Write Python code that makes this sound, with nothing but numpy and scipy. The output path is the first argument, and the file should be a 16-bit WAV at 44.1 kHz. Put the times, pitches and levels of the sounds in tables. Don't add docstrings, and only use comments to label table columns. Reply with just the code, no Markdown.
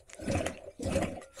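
import sys
import numpy as np
from scipy import signal
from scipy.fft import rfft, irfft, next_fast_len
from scipy.io import wavfile
from scipy.ndimage import uniform_filter1d, map_coordinates

SR = 44100
rng = np.random.default_rng(int(sys.argv[2]) if len(sys.argv) > 2 else 0)


def unload_audio(sound):
    columns = np.transpose(np.atleast_2d(sound))
    steps = np.round(np.clip(columns, -1, 1) * 32767)
    wavfile.write(sys.argv[1], SR, steps.astype(np.int16))


N = 61739

# frequency_hz, level_db
BACKGROUND_EQ = [(70,7.5),(200,-36),(540,-10),(5000,-49),(10000,-16.5),(13000,-39)]
RUMBLE_EQ = [(38,-27),(62,-5.5),(85,0.5),(135,-2),(300,-39)]
SPLASH_EQ = [(500,11),(950,-1.5),(1400,0.5),(2400,-2.5),(3400,0),(5000,-40)]
SPRAY_EQ = [(2000,-37),(3600,-0.5),(5200,-1.5),(6700,0.5),(10200,2.5),(12800,-15.5),(15500,-24)]
HOLLOW_EQ = [(250,-22),(380,0),(650,3.5),(900,-5.5),(2500,-38)]
DEEP_EQ = [(90, -30), (170, 0.5), (330, 0.5), (450, -23), (1000, -32)]
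# time_s, level_db
RUMBLE_FADER = [(0,-56.5),(.2,-85),(.23,-49),(.36,-36),(.52,-47.5),(.575,-70),(.62,-58),(.7,-58),(.735,-84),(.81,-66),(.85,-37),(1.12,-44.5),(1.22,-72),(1.4,-69)]
HOLLOW_FADER = [(0,-53),(.05,-73.5),(.11,-59),(.245,-45.5),(.29,-35),(.475,-40),(.56,-51),(.68,-51),(.73,-65),(.785,-67),(.82,-45),(.875,-35.5),(1.08,-39.5),(1.15,-49),(1.18,-41),(1.33,-76.5),(1.4,-48)]
DEEP_FADER = [(.18, -83), (.2, -46.5), (.255, -46), (.285, -39), (.37, -37), (.445, -40), (.485, -39),
              (.53, -49.5), (.62, -64), (.785, -78), (.80, -53.5), (.85, -38), (.96, -35.5), (1.04, -35),
              (1.10, -44), (1.19, -50.5), (1.225, -75)]
# time_s, splash_db, spray_db
SURFACE_FADERS = [(0,-72.5,-68.5),(.05,-86,-87.5),(.11,-62.5,-61.5),(.16,-68,-66.5),(.265,-57,-52.5),(.29,-43.5,-49.5),(.37,-41,-53),(.445,-47.5,-57),(.48,-41,-47),(.53,-54.5,-63.5),(.61,-62,-74.5),(.75,-75,-77),(.81,-67.5,-62.5),(.835,-54,-51),(.962,-39,-45.5),(1,-48.5,-57),(1.028,-39,-46),(1.065,-45,-57.5),(1.1,-51.5,-59),(1.2,-63,-74.5),(1.228,-55.5,-56),(1.295,-80,-88),(1.36,-59,-55.5),(1.4,-50.5,-45.5)]
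# time_s, pitch_hz, level_db
THIN_TONE = [(1.2, 1400, -76), (1.24, 1410, -67), (1.31, 1377, -66.5), (1.4, 1363, -64.5)]
# start_s, plop_db, plop_hz, tick_db, tick_hz, swell_s
DROPS = [(0.0961, -49, 2430, -40.5, 7200, 0.00047), (0.1004, -41.5, 2350, -33.5, 7100, 0.00021),
         (0.1185, -66, 2400, -55, 5600, .0005), (0.1342, -29.5, 2080, -30, 6900, 0.00019),
         (0.1462, -69, 2400, -31.5, 8950, 0.00021), (.5742, -37, 2630, -51, 6500, 0.00057)]
# start_s, pitch_hz, width_hz, level_db, length_s
SQUIRTS = [(0.144,1520,163,-52.5,0.35),(0.308,5300,3950,-43,.019),(.456,2900,500,-37,.011),(0.367,7840,4740,-47.5,0.028),(0.826,6850,7200,-44.5,0.012),(0.953,6900,7000,-40.5,0.014),(1.045,2470,700,-46,.014)]
# start_s, pitch_hz, level_db
SHOVES = [(.214,78,-38.5),(.289,114.8,-29.5),(.345,97.6,-28),(0.849,107.3,-30),(0.946,84.5,-27.5)]
# start_s, level_db
KNOCKS = [(0.4646, -29), (0.4659, -18), (1.0265, -27), (1.2175, -39)]
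# pitch_hz, level_db, t60_s
WALL_MODES = [(628, 4.5, 0.015), (1443, -5.5, 0.0081), (1900, -7.5, 0.029), (2660, -13, 0.01),
              (6590, -5, 0.0061), (8880, -5, 0.0035)]
# start_s, pitch_hz, level_db, t60_s
PINGS = [(.238, 5220, -44.5, 0.072), (.546, 2700, -42, 0.049), (.636, 7200, -57, 0.053),
         (.708, 2330, -62.5, 0.14), (1.214, 1180, -43.5, 0.059), (1.224, 1965, -40.5, 0.041)]
GULPS = [(.191,587,-33.5,0.1),(.278,223.4,-19.5,0.056),(.299,564,-23,0.062),(.312,193,-23,0.092),(.349,303,-23.5,0.11),(.35,716,-22,0.049),(.405,630,-20.5,0.048),(.585,580,-37,0.048),(.642,597,-42,0.12),(.663,394,-39,0.13),(.676,564,-32,0.077),(.794,266,-30,0.061),(.803,474,-32.5,0.15),(.826,272,-22.5,0.052),(.912,178,-24.5,0.078),(.953,542.3,-22,0.14),(.971,181,-28.5,0.088),(1.017,574,-14.5,0.034),(1.022,713,-21.5,0.047),(1.04,184,-23,.06),(1.124,245,-27.5,0.032),(1.166,720,-33.5,0.092),(1.225,532.6,-44.5,0.21),(1.372,545,-40,0.15)]
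# pitch_hz, width_hz, level_db
VESSEL_MODES = [(191, 16, -2), (258, 13.5, -1), (317.2, 12.3, 5), (384, 30, 2), (484, 29, -5), (548, 48, 2),
                (616.3, 46, 0.5), (688, 130, -10.5), (797, 39, -14.5)]
MOUTH_MODES = [(1530, 73, -29), (1950, 42, 7), (2100, 32, 9.5), (2317, 42, 12), (2550, 128, 9.5),
               (2871, 20, 8.5)]


def amp(db):
    return 10 ** (np.asarray(db) / 20)


def unit(x):
    return x / np.sqrt(np.mean(x ** 2) + 1e-20)


def decay(t, t60_s):
    return amp(-60 * t / t60_s)


def swell(t, peak_s):
    return (t / peak_s * np.exp(1 - t / peak_s)) ** 2


def curves(rows):
    times, *columns = np.transpose(rows)
    return [np.interp(np.arange(N) / SR, times, column) for column in columns]


def add(track, start_s, sound):
    part = track[max(round(start_s * SR), 0):][:len(sound)]
    part += sound[:len(part)]


def filtered(x, response):
    size = next_fast_len(N + SR // 2)
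    return irfft(rfft(x, size) * response(np.fft.rfftfreq(size, 1 / SR)), size)[:N]


def equalise(x, eq):
    hz, db = np.transpose(eq)
    return unit(filtered(x, lambda f: amp(np.interp(np.log(f + 1), np.log(hz), db))))


def resonate(x, modes):
    return unit(filtered(x, lambda f: sum(
        amp(db) * 1j * f * width / (hz * hz - f * f + 1j * f * width) for hz, width, db in modes)))


def patchy(x, depth_db):
    spectrum = signal.stft(x, nperseg=512)[2]
    patches = uniform_filter1d(rng.standard_normal(spectrum.shape), size=6, axis=0)
    patches = unit(uniform_filter1d(patches, size=6, axis=1))
    return unit(signal.istft(spectrum * amp(depth_db * patches), nperseg=512)[1][:N])


def bubbles(count, low_hz, high_hz, cycles, spread_db, rise, samples):
    when, pitch, strength = rng.random((count, 3)).T[:, :, None]
    start = ((np.arange(count)[:, None] + when) * N / count).astype(int)
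    hz = low_hz * (high_hz / low_hz) ** pitch
    turns = hz * np.arange(samples) / SR
    age = turns / cycles
    ring = np.sin(2 * np.pi * turns * (1 + rise * np.minimum(age, 1) / 2)) * amp(-60 * age)
    gain = amp(spread_db * np.minimum(-np.log(1 - strength), 4))
    return unit(np.bincount((start + np.arange(samples)).ravel(), (gain * ring).ravel())[:N])


def background():
    return amp(-66.5) * equalise(rng.standard_normal(N), BACKGROUND_EQ)


def shed(x):
    t = np.arange(SR // 3) / SR
    tail = rng.standard_normal(len(t)) * decay(t, t60_s=0.15) * (1 - np.exp(-t / 0.00069))
    return signal.fftconvolve(x, tail / np.linalg.norm(tail))[:N]


def thin_tone():
    hz, db = curves(THIN_TONE)
    sounding = np.arange(N) / SR > THIN_TONE[0][0]
    return sounding * amp(db) * unit(np.sin(2 * np.pi * np.cumsum(hz) / SR))


def drops():
    out, t = np.zeros(N), np.arange(SR // 25) / SR
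    for start_s, plop_db, plop_hz, tick_db, tick_hz, swell_s in DROPS:
        impact = swell(t, swell_s)
        ring = amp(-9) * (1 - np.exp(-t / swell_s)) * decay(t, t60_s=0.014)
        add(out, start_s, amp(plop_db) * (impact + ring) * np.sin(2 * np.pi * plop_hz * t))
        add(out, start_s, amp(tick_db) * impact * np.sin(2 * np.pi * tick_hz * t))
    return out


def squirts():
    out, t = np.zeros(N), np.arange(SR // 3) / SR
    for start_s, hz, width_hz, db, length_s in SQUIRTS:
        hiss = unit(filtered(rng.standard_normal(N), lambda f: 1 / (1 + (2 * (f - hz) / width_hz) ** 4)))
        add(out, start_s, amp(db) * swell(t, length_s / 2) * hiss[:len(t)])
    return out


def knocks(low_cut_hz=545, high_cut_hz=11000):
    out, t = np.zeros(N), np.arange(SR // 10) / SR
    ring = sum(amp(db) * decay(t, t60_s) * np.sin(2 * np.pi * hz * t) for hz, db, t60_s in WALL_MODES)
    for start_s, db in KNOCKS:
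        crack = amp(-1.5) * np.exp(-t / 0.00031) * rng.standard_normal(len(t))
        add(out, start_s, amp(db) * (ring + crack))
    return filtered(out, lambda f: f ** 2 / (f ** 2 + low_cut_hz ** 2) / (1 + (f / high_cut_hz) ** 16))


def heave():
    rumble_db, = curves(RUMBLE_FADER)
    rumble = bubbles(130, low_hz=33.7, high_hz=155.6, cycles=6.2, spread_db=1.5, rise=0, samples=6000)
    out = amp(rumble_db - 3.5) * equalise(rumble, RUMBLE_EQ)
    t = np.arange(SR // 6) / SR
    for start_s, hz, db in SHOVES:
        add(out, start_s, amp(db) * swell(t, peak_s=0.012) * np.sin(2 * np.pi * hz * t))
    return out


def splash(spurts_per_s=70, spurt_db=1.96):
    splash_db, spray_db = curves(SURFACE_FADERS)
    spurts = map_coordinates(rng.standard_normal(N), [np.arange(N) * spurts_per_s / SR])
    froth = bubbles(2400, low_hz=876, high_hz=3560, cycles=13.1, spread_db=2.5, rise=0.081, samples=900)
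    wash = unit(froth + amp(-2) * rng.standard_normal(N))
    wash = equalise(wash + amp(-1) * resonate(froth, MOUTH_MODES), SPLASH_EQ)
    fizz = bubbles(2200, low_hz=3040, high_hz=12200, cycles=8.3, spread_db=0.5, rise=0.051, samples=300)
    fizz = equalise(fizz + amp(2.5) * rng.standard_normal(N), SPRAY_EQ)
    tinkle = bubbles(300, low_hz=4790, high_hz=10630, cycles=380, spread_db=7.5, rise=0.043, samples=3500)
    spray = unit(fizz + amp(-7) * tinkle)
    surface = amp(splash_db) * patchy(wash, depth_db=3) + amp(spray_db) * patchy(spray, depth_db=4.5)
    return amp(spurt_db * spurts) * surface


def air_pockets(pockets, rise, attack_s=0.0023):
    out, t = np.zeros(N), np.arange(SR // 4) / SR
    for start_s, hz, db, t60_s in pockets:
        envelope = (1 - np.exp(-t / attack_s)) * decay(t, t60_s)
        add(out, start_s, amp(db) * envelope * np.sin(2 * np.pi * hz * t * (1 + rise * t / t60_s)))
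    return out


def gurgle():
    (hollow_db,), (deep_db,) = curves(HOLLOW_FADER), curves(DEEP_FADER)
    upper = bubbles(300, low_hz=363, high_hz=884, cycles=20.3, spread_db=2, rise=0.15, samples=2500)
    lower = bubbles(170, low_hz=165.2, high_hz=349, cycles=10, spread_db=1.5, rise=0.26, samples=3000)
    hollow = equalise(resonate(upper, VESSEL_MODES) + amp(-8) * upper, HOLLOW_EQ)
    deep = equalise(resonate(lower, VESSEL_MODES) + amp(-1) * lower, DEEP_EQ)
    return amp(hollow_db - 2) * hollow + amp(deep_db - 0.6) * deep


def scene():
    churn = knocks() + gurgle() + heave() + splash() + squirts()
    churn += air_pockets(GULPS, rise=0.038) + air_pockets(PINGS, rise=0.018)
    drips = drops()
    reverb = shed(amp(-11.5) * churn + amp(-14) * drips)
    return (background() + reverb + thin_tone() + drips + churn)[None]


def record(dry):
    return filtered(dry[0], lambda f: f < 15750)[None]


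dry = scene()
out = record(dry)
unload_audio(out)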